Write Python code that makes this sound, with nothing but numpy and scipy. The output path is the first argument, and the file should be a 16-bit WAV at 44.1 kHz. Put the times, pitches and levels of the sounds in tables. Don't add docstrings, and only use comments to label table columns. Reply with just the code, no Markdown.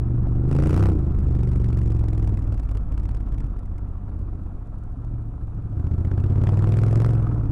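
import sys
import numpy as np
from scipy import signal
from scipy.io import wavfile
from scipy.ndimage import uniform_filter1d

SR = 44100
rng = np.random.default_rng(int(sys.argv[2]) if len(sys.argv) > 2 else 0)


def log_audio(samples):
    frames = np.atleast_2d(samples).T
    limited = np.clip(frames, -1, 1)
    pcm = np.round(limited * 32767).astype(np.int16)
    wavfile.write(sys.argv[1], SR, pcm)


def gain_from_db(level_db):
    decades = np.asarray(level_db, float) / 20
    return 10 ** decades


N = 331191
LEAD = 4410
M = N + LEAD

# frequency [Hz], level [dB per Hz].
ROAR_COLOUR = [(60, -10), (150, -2), (300, 1), (450, 0), (600, -2), (800, -5), (1300, -7), (1600, -16),
               (2000, -25), (2600, -29), (4000, -42), (8000, -54), (16000, -80)]
# frequency [Hz], level [dB per Hz].
FLOOR = [(1500, -10), (3500, 1), (5000, -2), (7000, -3), (10000, -2), (11500, -11), (13500, -15),
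         (16000, -19)]
# time [s], level [dB].
GUSTS = [
    (0, -23.5),
    (1, -24),
    (1.9, -27.5),
    (2.5, -28),
    (3.5, -32),
    (4.5, -35.5),
    (5.0, -35.5),
    (5.6, -35.5),
    (6.5, -37),
    (7.51, -30),
]
CRUISE_DB, CRUISE_SPEED = -25, 22
SECOND_FIRES = 270 / 720


def evened(x):
    return x / np.sqrt(np.mean(x ** 2) + 1e-20)


def curves(rows):
    s, *columns = np.transpose(rows)
    return [np.interp((np.arange(M) - LEAD) / SR, s, c) for c in columns]


def levelled(x, db, span_s=.13):
    span = int(span_s * SR)
    slow = uniform_filter1d(uniform_filter1d(x ** 2, span), span)
    return gain_from_db(db) * x / np.sqrt(abs(slow) + 1e-20)


def resonate(x, hz, width):
    turn = np.exp(2j * np.pi * np.cumsum(hz * np.ones(len(x))) / SR)

    def smooth(w):
        return signal.lfilter([1], [1, -np.exp(-np.pi * w / SR)], x / turn)

    if np.ndim(width) == 0:
        return (turn * smooth(width)).real
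    lo, hi = np.min(width), np.max(width) + 1
    share = np.log(width / lo) / np.log(hi / lo)
    return (turn * ((1 - share) * smooth(lo) + share * smooth(hi))).real


def resonate_twice(x, hz, width):
    return resonate(resonate(x, hz, width), hz, width)


def coloured(points, patchy_db):
    frames, hz = M // 256 + 5, np.fft.rfftfreq(1024, 1 / SR)
    a, b, patches = rng.standard_normal((frames, 513, 3)).T
    patches = evened(uniform_filter1d(uniform_filter1d(patches, 10, axis=0), 8, axis=1))
    f, db = np.transpose(points)
    colour_db = np.interp(np.log(hz + 1), np.log(f), db)[:, None]
    z = (a + 1j * b) * gain_from_db(colour_db + patchy_db * patches)
    return evened(signal.istft(z, nperseg=1024, noverlap=768)[1][:M])


def bump(t, at_ms, width_ms):
    return np.exp(-((t * 1000 - at_ms) / width_ms) ** 2)


def shaped(pulses, at_ms, width_ms):
    t = np.arange(-1000, 1001) / SR
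    return signal.oaconvolve(pulses, bump(t, at_ms, width_ms), "same")


def crank():
    # time [s], engine speed [cycles a second].
    speeds = [(0.0, 23.73), (0.38, 23.49), (0.5, 27.0), (0.76, 28.75), (0.778, 32.89), (0.883, 32.45),
              (1.008, 25.59), (1.37, 24.19), (1.838, 22.92), (2.299, 20.42), (2.508, 19.67), (2.696, 16.58),
              (2.873, 17.88), (3.234, 17.3), (3.449, 16.39), (3.628, 15.58), (3.853, 15.67), (3.998, 16.1),
              (4.49, 15.23), (4.67, 13.07), (4.9, 12.8), (5.061, 14.74), (5.2, 14.05), (5.648, 13.19),
              (6.013, 14.86), (6.363, 17.14), (6.5, 19.47), (6.796, 20.96), (7.109, 22.95), (7.51, 16.14)]
    speed, = curves(speeds)
    cycle = .213 + np.cumsum(speed) / SR
    first, second = (1 * (np.diff(np.floor(cycle - lag), prepend=0) > 0) for lag in (0, SECOND_FIRES))
    return speed, cycle, first, second


def firing():
    # time [s], firing strength [dB], gas jet at the outlet [dB], engine braking [0-1], pipe ring [Hz].
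    throttle = [(0, -29, -74, 0.61, 109.3), (.45, -24.5, -66.5, 0.66, 121.2),
                (.51, -19.5, -49.5, 0.4, 113.3), (.74, -19.5, -43.5, 0.7, 126.5),
                (.78, -21.5, -42, 0.84, 103), (.89, -18.5, -43, 0.73, 103),
                (.95, -20.5, -58.5, 0.74, 125.4), (1.17, -26, -58.5, 0.78, 121.3),
                (1.24, -24.5, -55, 0.8, 119.5), (2.33, -26.5, -57, .75, 103), (2.5, -29, -60.5, 0.87, 96),
                (2.6, -34, -56.5, 1, 96.4), (3.0, -32.5, -60, .95, 91.3), (3.42, -31, -61.5, 0.88, 110),
                (3.7, -36.5, -79, 0.87, 91.3), (4.4, -31.5, -92, 0.66, 85.9), (4.8, -36, -85.5, 0.75, 106),
                (5.1, -32.5, -86, 0.75, 115), (5.72, -33, -79, 0.65, 113), (5.78, -25, -64.5, 0.36, 84.4),
                (6.1, -23.5, -63, 0.39, 91.3), (6.45, -17, -52.5, 0.21, 99.3),
                (7.08, -16.5, -47.5, 0.32, 113.1), (7.16, -16.5, -52.5, .29, 111.7),
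                (7.25, -17.5, -60.5, 0.31, 111.8), (7.51, -24, -66, 0.49, 105)]
    # time [s], length
    # [s], loss [dB].
    stumbles = [(0.112, 0.043, -2.5), (1.069, 0.22, 6), (2.431, 0.034, 7), (2.636, 0.07, 4.5),
                (2.85, 0.05, 18.5), (3.251, 0.064, 8), (3.548, 0.087, 4), (3.97, 0.079, 5.5),
                (4.644, 0.36, 4.5), (5.39, 0.11, 5), (7.273, 0.17, 5)]
    t = (np.arange(M) - LEAD) / SR
    loss_db = sum(db * np.exp(-((t - s) / length) ** 2) for s, length, db in stumbles)
    return (loss_db, *curves(throttle))


def thumps(push, speed, slow):
    t = np.arange(-1000, 1001) / SR
    thump = 0
    for pulses, stretch, rise in ((push * (1 - slow), 1, .62), (push * slow, 1.6, .8)):
        swing = rise * bump(t / stretch, -3.2, 4.4) - 1.25 * bump(t / stretch, 3.8, 2.0)
        thump = thump + signal.oaconvolve(pulses, swing, "same")
    hum = 0.02 * resonate(thump, np.maximum(3 * speed, 67.4), 61)
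    drone = .012 * np.clip((16 - speed) / 1.4, 0, 1) * resonate(thump, 78, 28)
    return thump + hum + drone


def pipe_ring(push, rear, ring_hz, pulling):
    width_hz, pull_width_hz, swell_width_hz, swell_db = 13.2, 8.3, 77, -2
    hits = push * gain_from_db(-0.5 * rear)
    ring = resonate(shaped(hits, -2.524, 1.16), ring_hz, width_hz + pull_width_hz * pulling)
    swell = np.roll(resonate_twice(hits, ring_hz, swell_width_hz), -round(0.0025 * SR))
    return (1 - pulling) * evened(ring) + pulling * gain_from_db(swell_db) * evened(swell)


def silencer_bark(push, rear, speed, idle, load, fire_db, jet_db, braking):
    # frequency [Hz], width [Hz], level [dB].
    modes = [
        (177.4, 53, 9),
        (260.2, 123, 11),
        (317.3, 10, -2.5),
    ]
    burble, burble_rise = 2.66, 0.21
    blip_hz, blip_db = 295.4, 4
    blast = levelled(shaped(push * gain_from_db(-4.5 * rear), -2.584, 0.86), 0)
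    turbulence = rng.standard_normal(M) * (shaped(push, 4.9, 11) + 0.12)
    blast = blast + burble * idle * 6 * evened(turbulence)

    opening = np.clip((jet_db + 63) / 15.5, 0, 1)
    shut, wide_open = 13, 15.73
    growl_hz = np.maximum(speed * (shut + (wide_open - shut) * opening), 264)
    last_firing = np.maximum.accumulate(np.arange(M) * (push > 0))
    since_s = (np.arange(M) - last_firing) / SR
    growl_hz = growl_hz * (1 + burble_rise * idle * (np.minimum(since_s / .025, 1) - .5))
    blip = np.clip((fire_db - CRUISE_DB) / 4, 0, 1) * np.clip((braking - .3) / .2, 0, 1)
    growl_hz = growl_hz + blip * (blip_hz - growl_hz)
    growl_db = 2.5 - 12.5 * load + blip_db * blip + 9 * opening * braking

    bark = gain_from_db(growl_db) * evened(resonate_twice(blast, growl_hz, 53))
    for hz, width, db in modes:
        bark = bark + gain_from_db(db) * evened(resonate_twice(blast, hz, width))
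    return signal.sosfilt(signal.butter(2, 150, "high", fs=SR, output="sos"), bark)


def outlet_hiss(puff, load, pulling):
    # frequency [Hz], level [dB per Hz].
    jet_colour = [(300, 17.5), (800, 10.5), (1500, 2.5), (2500, -1), (3200, -7.5), (4200, -11),
                  (5500, -9.5), (6700, -14), (8600, -12), (10000, -16), (11500, -24), (15500, -37)]
    # frequency [Hz], level [dB per Hz].
    sizzle_colour = [(300, 0.5), (700, 22), (1300, 34.5), (2500, -10.5), (6000, -13), (10000, -18.5),
                     (12500, -1), (15500, -3.5)]
    sizzle_db, rasp = 1.5, 0.26
    sharp = np.clip(load + pulling, 0, 1)
    soft_puff, hard_puff = puff * (1 - sharp), puff * sharp
    sigh = shaped(soft_puff, -.3, 2.7) + .11 * shaped(soft_puff, 3, 5)
    snap = 1.5 * shaped(hard_puff, -.2, 1.3) + .32 * shaped(hard_puff, 4.6, .6) + .1 * shaped(hard_puff, 4.5, 6.5)
    sizzle = coloured(sizzle_colour, patchy_db=2.5)
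    jet = coloured(jet_colour, patchy_db=0.0) + load ** 2 * gain_from_db(sizzle_db) * sizzle
    return jet * (sigh + snap + 0.036 + rasp * load)


def valve_gear(push, cycle):
    tick_db, seat_db, seat_hz, seat_width_hz = -90, -87.5, 9800, 2500
    seat_lag = .14
    ticks = coloured(FLOOR, patchy_db=1.5) * shaped(push, 0, 2.2)
    seats = sum(np.diff(np.floor(cycle - lag - seat_lag), prepend=0) > 0 for lag in (0, SECOND_FIRES)) + push
    clicks = resonate_twice(rng.standard_normal(M), seat_hz, seat_width_hz) * shaped(seats, 0, 1.2)
    return gain_from_db(tick_db) * evened(ticks) + gain_from_db(seat_db) * evened(clicks)


def engine():
    speed, cycle, first, second = crank()
    loss_db, fire_db, jet_db, braking, ring_hz = firing()
    pulling = np.clip(1 - braking / .6, 0, 1)
    load = np.clip((jet_db + 61) / 30, 0, 1)
    slow = np.clip((22 - speed) / 8, 0, 1)
    lumpy = np.clip((21 - speed) / 3, 0, 1) * np.clip(1 - 3 * pulling, 0, 1)
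    uneven_db = .7 + .9 * lumpy + 1.6 * load

    thump_db = fire_db - 19 + 31 * braking - 0.32 * loss_db
    ring_db, hiss_db = fire_db - loss_db, jet_db - loss_db
    bark_db = -31 + 1.61 * (fire_db - 0.52 * loss_db - CRUISE_DB) + 0.24 * (speed - CRUISE_SPEED)
    second_db = -2.5 - .25 * (speed - CRUISE_SPEED) + 4.5 * pulling + 3.5 * load * (1 - pulling)

    at = np.r_[0, np.flatnonzero(first | second)]
    strength_luck, puff_luck, time_luck = rng.standard_normal((3, len(at)))
    late = np.round(.00015 * SR * uneven_db[at] * time_luck).astype(int)
    at_late = np.clip(at + late, 0, M - 1)
    push, puff, rear = np.zeros((3, M))
    push[at_late] = gain_from_db(uneven_db[at] * strength_luck)
    rear[at_late] = second[at]
    puff[at_late] = gain_from_db(second_db[at] * second[at] + 3 * (1 - 0.37 * load[at]) * puff_luck)

    thump = thumps(push, speed, slow)
    ring = pipe_ring(push, rear, ring_hz, pulling)
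    bark = silencer_bark(push, rear, speed, slow * (1 - pulling), load, fire_db, jet_db, braking)
    hiss = outlet_hiss(puff, load, pulling)
    chuff = coloured(ROAR_COLOUR, patchy_db=3) * shaped(puff, .2, 1.6)
    return (levelled(thump, thump_db - .6)
            + levelled(ring, ring_db + 3.0)
            + levelled(bark, bark_db - 13.5 * pulling)
            + levelled(hiss, hiss_db + 10.5)
            + np.sqrt(pulling) * levelled(chuff, ring_db - 25)
            + valve_gear(push, cycle))


def scattered(per_s):
    return gain_from_db(4 * np.minimum(rng.exponential(1, M), 4)) * (rng.random(M) < per_s / SR)


def gravel():
    # frequency [Hz], width [Hz], level [dB].
    panels = [
        (718, 36, -2),
        (1330, 60, -9),
        (2450, 220, -25),
        (3500, 400, -33),
    ]
    tyres_db = -52 + 0.45 * (curves(GUSTS)[0] - GUSTS[0][1])
    gears_db = -57.5 + 1.41 * (firing()[1] - CRUISE_DB)
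    level_db = 20 * np.log10(np.hypot(gain_from_db(tyres_db), gain_from_db(gears_db)))
    crunch = signal.oaconvolve(scattered(200), bump(np.arange(900) / SR, 10, 3.6))[:M]
    roar = coloured(ROAR_COLOUR, patchy_db=1.0) * (1 + 0.53 * evened(crunch))
    white = rng.standard_normal(M)
    hum = sum(gain_from_db(db) * evened(resonate_twice(white, hz, width)) for hz, width, db in panels)
    flicks = signal.oaconvolve(scattered(70), bump(np.arange(300) / SR, 3, 1))[:M]
    grit = evened(coloured(FLOOR, patchy_db=1) * flicks)
    return gain_from_db(level_db + 4.5) * evened(roar) + gain_from_db(level_db - 5.5) * hum + gain_from_db(-87) * grit


def wind():
    # frequency [Hz], level [dB per Hz].
    buffet_colour = [(12, -6), (25, 3), (45, -8), (90, -14), (200, -20), (400, -38), (1200, -120)]
    return gain_from_db(curves(GUSTS)[0]) * coloured(buffet_colour, patchy_db=1.2)


def intake_air():
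    return gain_from_db(-78 + 0.7 * (firing()[1] - CRUISE_DB)) * coloured(FLOOR, patchy_db=2)


def stones_and_pops():
    # time [s], peak [dB], ring [Hz], tick [dB].
    hits = [(0.271, -29.5, 696, -74), (1.773, -49.5, 520, -53), (3.781, -51.5, 2150, -53),
            (4.19, -49, 713, -61.5), (4.783, -52.5, 666, -63.5), (4.836, -60, 517, -59.5),
            (4.944, -44.5, 686, -86), (5.047, -42, 677, -58.5), (7.269, -29.5, 1215, -73),
            (3.59, -53, 1870, -57), (3.657, -56.5, 2020, -57.5)]
    out, t = np.zeros(M + 2000), np.arange(2000) / SR
    dull = signal.butter(5, 10000, fs=SR, output="sos")
    for s, db, hz, tick_db in hits:
        ring = gain_from_db(db - 60 * t / 0.02) * np.sin(2 * np.pi * hz * t)
        grit = signal.sosfilt(dull, .9 * rng.standard_normal(len(t)))
        out[round(s * SR) + LEAD:][:len(t)] += ring + gain_from_db(tick_db - 2) * bump(t, 1.4, 3.9) * grit
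    return out[:M]


def knocks():
    # time [s], peak [dB], ring [Hz].
    hard_firings = [(0.587, -26, 680), (0.661, -23, 773), (0.694, -33, 729), (0.741, -36, 710),
                    (0.764, -34, 813), (0.855, -25.5, 653), (2.081, -35.5, 684), (5.912, -31.5, 637),
                    (6.052, -29.5, 890), (6.114, -29, 807), (6.179, -29, 713), (6.24, -30, 1030),
                    (6.418, -25.5, 770), (6.471, -24.5, 1413), (6.436, -21.5, 670), (6.488, -18.5, 837),
                    (6.691, -25, 773), (6.739, -28.5, 1084), (6.784, -21, 860), (6.833, -23, 1050),
                    (6.882, -28.5, 662), (6.929, -31, 680), (7.046, -21, 812)]
    t60_s, width_hz, early_s = 0.016, 1400, .001
    out, t = np.zeros(M + 2000), np.arange(2000) / SR
    fired = np.flatnonzero(sum(crank()[2:]))
    for s, db, hz in hard_firings:
        nearest = fired[np.argmin(abs(fired - LEAD - s * SR))]
        at = nearest - round(early_s * SR)
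        rattle = evened(resonate_twice(rng.standard_normal(len(t)), hz, width_hz))
        out[at:][:len(t)] += np.minimum(t * 2000, 1) * gain_from_db(db - 5.5 - 60 * t / t60_s) * rattle
    return out[:M]


def scene():
    return (engine() + gravel() + wind() + intake_air() + stones_and_pops() + knocks())[None, LEAD:]


def band_limit(x):
    return signal.sosfilt(signal.butter(12, 15850, fs=SR, output="sos"), x)


def record(dry):
    ceiling, knee = .24, 3.6
    bent = dry / (1 + abs(dry / ceiling) ** knee) ** (1 / knee)
    centred = bent - bent.mean() + .0017
    noisy = centred + gain_from_db(-85.5) * coloured(FLOOR, patchy_db=-1.0)[:N]
    return band_limit(noisy)


dry = scene()
out = record(dry)
log_audio(out)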